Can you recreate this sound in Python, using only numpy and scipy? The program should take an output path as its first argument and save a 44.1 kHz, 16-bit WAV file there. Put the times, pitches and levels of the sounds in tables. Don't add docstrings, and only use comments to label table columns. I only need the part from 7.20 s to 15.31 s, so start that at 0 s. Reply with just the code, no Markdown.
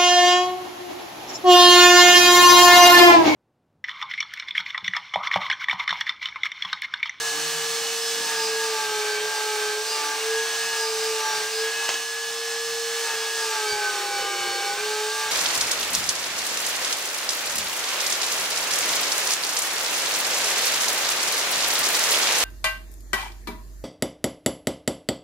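import sys
import numpy as np
from scipy import signal
from scipy.fft import rfft, irfft, next_fast_len
from scipy.io import wavfile
from scipy.ndimage import map_coordinates

SR = 44100
rng = np.random.default_rng(int(sys.argv[2]) if len(sys.argv) > 2 else 0)


def voltage_ratio(decibels):
    exponent = np.asarray(decibels, float) / 20
    return 10 ** exponent


def generate_wav(sig):
    pcm = np.round(np.clip(np.atleast_2d(sig).T, -1, 1) * 32767).astype(np.int16)
    wavfile.write(sys.argv[1], SR, pcm)


N = 357651
TIME = np.arange(N) / SR
PADDED = next_fast_len(N + 4096, real=True)
HZ = np.arange(PADDED // 2 + 1) * SR / PADDED + 1e-3

MESH = 3.6985
DRUM = MESH / 41
FREE_TURNS = 460.5
TORQUE_S = 0.013

# frequency in Hz, likeness 0-1, lead of the left in radians, left minus right in dB.
PAIR = [(40, .6, .05, .3), (130, 0.93, 0.11, 0), (400, 0.92, 0.17, -0.8), (900, 0.96, 0.41, 0),
        (1840, 0.9, 0.45, 0.2), (3000, 0.71, 0.47, -1), (5160, 0.87, 0.41, -1.5), (7300, 0.62, 0.23, -3.5),
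        (8660, 0.52, 1.16, -4), (9870, .45, 3.1, -6.2), (16000, 0.43, 2.1, 2)]


def lag(x, seconds):
    r = np.exp(-1 / (seconds * SR))
    return signal.lfilter([1 - r], [1, -r], x - x[0]) + x[0]


def drift(rate):
    knots = rng.standard_normal(2000)
    places = np.minimum(TIME[::64] * rate, 1990)
    return map_coordinates(knots, [places], order=3).repeat(64)[:N]


def swells(rows):
    return sum(db * np.exp(-((TIME - s) / length) ** 2) for s, length, db in rows)


def at_hz(rows, hz, column=1):
    return np.interp(np.log(hz), np.log(np.array(rows)[:, 0]), np.array(rows)[:, column])


def heard(x):
    half_lead = np.exp(.5j * at_hz(PAIR, HZ, column=2))
    half = half_lead * voltage_ratio(at_hz(PAIR, HZ, column=3) / 2)
    return irfft(rfft(x, PADDED) * [half, 1 / half], PADDED)[:, :N]


def body_db(hz):
    # frequency in Hz, width in Hz, level in dB.
    resonances = [(359, 8.5, 3), (520, 21, -21), (600, 9.4, -4.5), (646, 74, -10), (823, 50, 7),
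                  (1060, 26, 3), (1183.4, 26, 3), (1315, 32, -2), (1440, 50, -10), (1588, 84, 1.5),
                  (1710, 280, -7.5), (2227, 29, -9.5), (2273, 13.5, 4.5), (2591, 69, 2), (2840, 13, -2),
                  (2915, 27, 2.5), (3120, 46, -4), (3280, 28, -12), (3624, 164, 0.5), (4270, 260, 0.5),
                  (4700, 55, -16), (5010, 97, -6), (5280, 110, -2), (5660, 110, 0), (6030, 50, 0),
                  (6280, 82, 1), (7140, 120, -4), (8240, 86, -7)]
    floor_db = -3.5
    power = sum(voltage_ratio(2 * db) / (1 + (2 * (hz - at) / width) ** 2) for at, width, db in resonances)
    return 10 * np.log10(power + voltage_ratio(2 * floor_db))


def hand():
    # time in seconds, push as the armature turns per s it costs in the end.
    pushes = [(0, 3.9), (0.144, 1.6), (1.007, 24.2), (1.272, 1.3), (1.381, 28.3), (1.503, 42.6),
              (1.763, 40.2), (1.963, 10.1), (2.1, 39.2), (2.53, 4.4), (2.695, 29.2), (2.919, 4.9),
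              (3.21, 6.2), (3.513, 25.8), (3.763, 1.2), (3.831, 26.7), (3.975, 35.4), (4.221, 0.0),
              (4.473, 1.3), (5.04, 0.2), (5.804, 25.1), (5.943, 6.5), (6.164, 37.2), (6.323, 53.2),
              (6.758, 62.7), (7.38, 48.9), (7.526, 0.0), (7.652, 37.4), (7.806, 14.3), (7.99, 32.3)]
    grip_s, flywheel_s = .06, .23
    s, push = np.transpose(pushes)
    changes = np.ravel([s[1:] - grip_s / 2, s[1:] + grip_s / 2], "F")
    held = np.interp(TIME, changes, push.repeat(2)[1:-1])
    return held, lag(held, flywheel_s)


def tone(turns, multiple, level_db):
    return np.sqrt(2) * voltage_ratio(level_db) * np.sin(2 * np.pi * (multiple * turns + rng.random()))


def motor_whines(turns, push, speed):
    # frequency in Hz, width in Hz, level in dB.
    main_modes = [
        [(415, 1.2, -62), (426.4, 6.9, -33), (430.7, 6.9, -41.5), (444.44, 6.3, -30), (460.95, 6.2, -33.5)],
        [(813.6, 6.6, -42.5), (823, 11, -44.5), (838, 10.1, -35.5), (856.4, 9.3, -39.5), (870.4, 14.4, -37.5),
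         (893.3, 4.6, -36), (906, 2.8, -35.5)],
        [(1461.5, 6.5, -24), (1500, 15.8, -38), (1540, 5.3, -28), (1561.5, 17.5, -34), (1599.4, 42, -35),
         (1657.3, 12, -33), (1677, 16.8, -33.5), (1694, 3.8, -31), (1714.4, 8.7, -21.5)],
    ]
    order_modes = [
        [(1208, 3, -50), (1244.3, 7.5, -53), (1282.5, 11.4, -51), (1324, 140, -56.2), (1352, 12.0, -53)],
        [(1584, 41, -39), (1673.7, 29, -44.9), (1734.6, 74, -48), (1795, 4.3, -40), (1806, 5.2, -39.5),
         (1834, 19.8, -45)],
        [(5400, 29.3, -46), (5715, 126.0, -49), (5790, 40, -49.1)],
        [(356.8, 4.1, -45.8), (373, 3.0, -59.5)],
    ]
    mesh_modes = [
        [(4436, 32.7, -47), (4600, 261.2, -50), (4680, 26, -37), (4800, 13.3, -40), (4957, 70, -38.5),
         (5050, 26, -39), (5182, 35.6, -19.5)],
        [(2960, 46.1, -39.5), (3130, 81.5, -45), (3325, 18.6, -40.5), (3387.0, 13.0, -43.6)],
        [(1050, 90, -48), (1180, 14.6, -40.5), (1200, 18, -44.5)],
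        [(2300, 34, -38.5), (2378.3, 17.0, -37), (2485, 13.2, -46), (2586, 12, -40), (2670, 7.0, -43)],
    ]
    side_modes = [
        [(2181.0, 6.5, -53), (2287, 40, -45), (2368.1, 79, -51)],
        [(2633.6, 8.3, -43), (2780, 37.4, -55.2), (2820, 7.7, -40), (2891, 110, -43)],
    ]
    torque_share = [-0.077, 0.6, -0.0077, 1.7, .55, 1.1, 1.8, 0.31, 0.046, 0.65, -0.14, 0.68, -.13]
    # time in seconds, length in seconds, level in dB.
    whine_swells = [
        [(3.1, 0.11, 2.5), (6.3, 0.073, -4.5), (7.3, 0.15, -9)],
        [(1.6, 0.064, 2), (4.06, 0.035, 6), (7.46, 0.11, 5.5)],
        [(.1, .12, 6), (.6, 0.43, -11), (1.25, .03, -8.0), (2.76, .1, -6), (3.22, .1, 1.5), (3.8, .12, -2),
         (5.1, 0.12, -7), (5.3, .2, 3.5), (6.7, 0.042, 6), (7.6, 0.045, -4.5)],
        [(4.13, 0.081, 13.5)],
        [(.3, .3, -6), (2.72, 0.096, 8.5), (4.4, .1, 5), (4.6, .08, -8), (5.7, 0.13, -3.0), (6.02, .06, 8),
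         (6.8, 0.22, -3.0)],
        [(6.3, .08, 1.5), (7.2, .3, -2), (7.95, .1, 6)],
    ]
    idle_push, full_push = 4.5, 25.7

    multiples = (1, 2, MESH, 3, 4, 13, 1 - DRUM, 3 * MESH, 2 * MESH,
                 MESH - 1, MESH + 2, 2 * MESH - 2, 2 * MESH - 1)
    swells_by_multiple = dict(zip((1, 2, MESH, 13, 3 * MESH, MESH - 1), whine_swells))
    wrapped = np.r_[turns, np.arange(N - PADDED + 1, 1) * speed[0] / SR]
    torque_db = 20 * np.log10((lag(push, TORQUE_S) + idle_push) / full_push)
    spectrum = 0
    all_modes = main_modes + order_modes + mesh_modes + side_modes
    for multiple, modes, share in zip(multiples, all_modes, torque_share):
        room = sum(voltage_ratio(db) / (1 + 2j * (HZ - hz) / width) for hz, width, db in modes)
        flutter_db = (.6 if multiple < 3.9 else 2.2) * drift(12.0)
        level_db = share * torque_db + flutter_db + swells(swells_by_multiple.get(multiple, []))
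        level_db = np.r_[level_db, np.full(PADDED - N, level_db[0])]
        spectrum = spectrum + room * rfft(tone(wrapped, multiple, level_db))
    return heard(irfft(spectrum, PADDED)[:N])


def faint_whines(turns, speed):
    # multiple of the mesh, multiple of the armature, level in dB.
    combined = [(1, 1, -49), (2, 1, -50), (2, 2, -52), (3, -1, -49), (3, -2, -51), (3, 2, -50),
                (4, -1, -47)]
    # multiple of the armature, level in dB.
    cage = [(1.368, -54), (2.324, -57), (5.81, -51), (6.81, -51)]
    bearing_db = [-50.5, -51.5, -56.5]
    ball_passes = .563

    faint = cage + [(m * MESH + a, db) for m, a, db in combined]
    faint += [(k + 1 + ball_passes, db) for k, db in enumerate(bearing_db)]
    out = 0
    for multiple, db in faint:
        swell_db = 1.78 * body_db(multiple * speed[::64]).repeat(64)[:N]
        out = out + tone(turns, multiple, db + swell_db + 2.0 * drift(4.01))
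    return heard(out)


def noise(colour, band_hz, resonant):
    gain = voltage_ratio(at_hz(colour, HZ) + resonant * body_db(HZ))
    inside = gain[(HZ > band_hz[0]) & (HZ < band_hz[1])]
    gain = gain / np.sqrt(2 * np.sum(inside ** 2) / PADDED)
    alike = np.clip(at_hz(PAIR, HZ), 0, 1)
    white = rfft(rng.standard_normal((3, PADDED)))
    shared = heard(irfft(white[0] * gain * np.sqrt(alike), PADDED))
    diffuse = irfft(white[1:] * gain * np.sqrt(1 - alike), PADDED)[:, :N]
    return shared + diffuse


def noise_levels(push, sag):
    # idle level in dB, dB per turn/s lost, dB per turn/s of fresh push, share of a scuff.
    laws = [
        (-64.5, 0.0035, -0.03, .3),
        (-66.5, 0.3444, -0.0444, 6.1),
        (-37.5, 0.0318, 0.0087, 0.86),
        (-33.5, -0.0291, 0.0249, 0.64),
    ]
    # time in seconds, length in seconds, level in dB.
    scuffs = [(1.03, 0.13, 1.5), (2.346, 0.07, 0.3), (2.796, .1, 1), (3.56, 0.072, 1.5),
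              (3.884, 0.092, 0.6), (4.094, .1, 0.8), (5.858, .1, 2.1), (6.215, 0.23, 1.54)]
    settle_db, settle_s = [9.7, 9.1, 0.44, 0.97], 1
    fresh = lag(push - sag, TORQUE_S)
    scuff_db = swells(scuffs)
    return [idle + a * sag + b * fresh + c * scuff_db + settle * np.exp(-TIME / settle_s)
            for (idle, a, b, c), settle in zip(laws, settle_db)]


def friction(turns, push, sag):
    # frequency in Hz, level in dB per Hz.
    rumble_colour = [(20, -36), (45, -22), (90, -10), (120, -5), (159, -4), (166, 7), (173, -4), (280, -7),
                     (305, 2), (335, -10), (500, -40)]
    chatter_colour = [(250, -60), (300, -19), (350, -2.5), (430, 7.5), (530, 5), (580, -3), (700, -52)]
    rasp_colour = [(200, -55), (300, -11.5), (560, -10.5), (750, -2.5), (950, -5.5), (1200, -0.5),
                   (2000, 1), (3000, -0.5), (3800, -4), (5500, -23)]
    hiss_colour = [(1500, -39), (3000, -8.5), (4200, -2.5), (5500, -2), (6500, -2.5), (8500, -3.5),
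                   (9500, -6.5), (10500, -9.5), (13000, -12), (15700, -12.5)]
    rumble_db, chatter_db, rasp_db, hiss_db = noise_levels(push, sag)
    drum_throb = 1 + 0.055 * np.sin(2 * np.pi * DRUM * turns)
    brush_throb = 1 + 0.037 * np.sin(2 * np.pi * turns)
    rumble = voltage_ratio(rumble_db + 2.4 * drift(11.0)) * noise(rumble_colour, (30, 280), resonant=0.16)
    chatter = voltage_ratio(chatter_db + 0.51 * drift(28.0)) * noise(chatter_colour, (495, 600), resonant=0.65)
    rasp = voltage_ratio(rasp_db - 1.0 + 1.1 * drift(14.0)) * noise(rasp_colour, (1850, 3300), resonant=1.0)
    hiss = voltage_ratio(hiss_db + 0.77 + 0.51 * drift(13.0)) * noise(hiss_colour, (5500, 12000), resonant=0.71)
    return rumble + (chatter + rasp) * drum_throb + hiss * brush_throb


def traffic():
    # time in seconds, firings per s, level in dB.
    engine = [(0, 47, -80), (.5, 48, -65), (.9, 49, -62), (1.0, 50, -55), (1.15, 50.5, -59),
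              (1.27, 51, -56), (1.6, 51, -67), (2.2, 51, -90)]
    # multiple of the firing rate, level in dB.
    orders = [(4, -5), (5, -6), (6, -1)]
    s, rate, db = np.transpose(engine)
    firings = np.cumsum(np.interp(TIME, s, rate)) / SR
    level_db = np.interp(TIME, s, db)
    return heard(sum(tone(firings, k, level_db + order_db + 2.5 * drift(8.0)) for k, order_db in orders))


def knocks(rows, cycles, crack_db, crack_s, tail_s, tail_db, low_hz, top_hz):
    out = np.zeros(N)
    age = np.arange(SR // 2) / SR
    band = signal.butter(2, [low_hz, top_hz], "band", fs=SR, output="sos")
    for s, db, hz, force_db in rows:
        grit = rng.standard_normal((2, len(age)))
        decay = np.exp(-age * hz / cycles)
        ring = np.sin(2 * np.pi * hz * age) * decay * (1 - decay ** 4)
        onset = np.minimum(age / 0.0005, 1)
        crack = voltage_ratio(crack_db + force_db) * grit[0] * np.exp(-age / crack_s) * onset
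        tail = voltage_ratio(tail_db + force_db) * grit[1] * np.exp(-age / tail_s)
        out[round(s * SR):][:len(age)] += voltage_ratio(db) * signal.sosfilt(band, ring + crack + tail)
    return heard(out)


def panel_hums():
    # time in seconds, peak in dB, pitch in Hz, crack in dB.
    hums = [
        (.11, -39, 303, -32),
        (.16, -43, 158, -30),
        (2.8, -44, 297, -30),
        (4.75, -49, 302, -30),
    ]
    return knocks(hums, cycles=32.0, crack_db=-5, crack_s=.02, tail_s=.05, tail_db=-5, low_hz=100, top_hz=500)


def table_bumps():
    # time in seconds, peak in dB, pitch in Hz, crack in dB.
    bumps = [(1.49, -58, 60, -10), (6.52, -54, 121, 8), (7.0, -54, 80, -1), (7.19, -50, 180, 0),
             (7.27, -58, 90, 10), (7.6, -51, 200, 0)]
    return knocks(bumps, cycles=2.3, crack_db=18, crack_s=0.025, tail_s=0.046, tail_db=2, low_hz=35, top_hz=320)


def strip_clacks():
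    # time in seconds, peak in dB, pitch in Hz, crack in dB.
    clacks = [
        (4.682, -20, 2800, -3),
        (4.690, -16, 3000, 9),
        (4.699, -22, 2700, 0),
        (4.7415, -22, 3200, 9),
        (4.754, -20, 1690, -2),
    ]
    return knocks(clacks, cycles=13.0, crack_db=-1, crack_s=.0035, tail_s=.045, tail_db=-16,
                  low_hz=350, top_hz=6000)


def ducking():
    start_s, dip_db, attack_s, release_s = 4.72, -5, 0.099, 0.73
    age = np.maximum(TIME - start_s, 0)
    return voltage_ratio(dip_db * (1 - np.exp(-age / attack_s)) * np.exp(-age / release_s))


def scene():
    push, sag = hand()
    speed = FREE_TURNS - sag
    turns = np.cumsum(speed) / SR
    machine = motor_whines(turns, push, speed) + faint_whines(turns, speed) + friction(turns, push, sag)
    return machine + traffic() + panel_hums() + table_bumps() + strip_clacks()


def low_pass(x):
    return signal.sosfilt(signal.butter(12, 16920, fs=SR, output="sos"), x)


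def record(dry):
    cutoff_hz = 15715
    walled = irfft(rfft(dry * ducking(), PADDED) * (HZ < cutoff_hz), PADDED)[:, :N]
    return low_pass(walled)


dry = scene()
out = record(dry)
generate_wav(out)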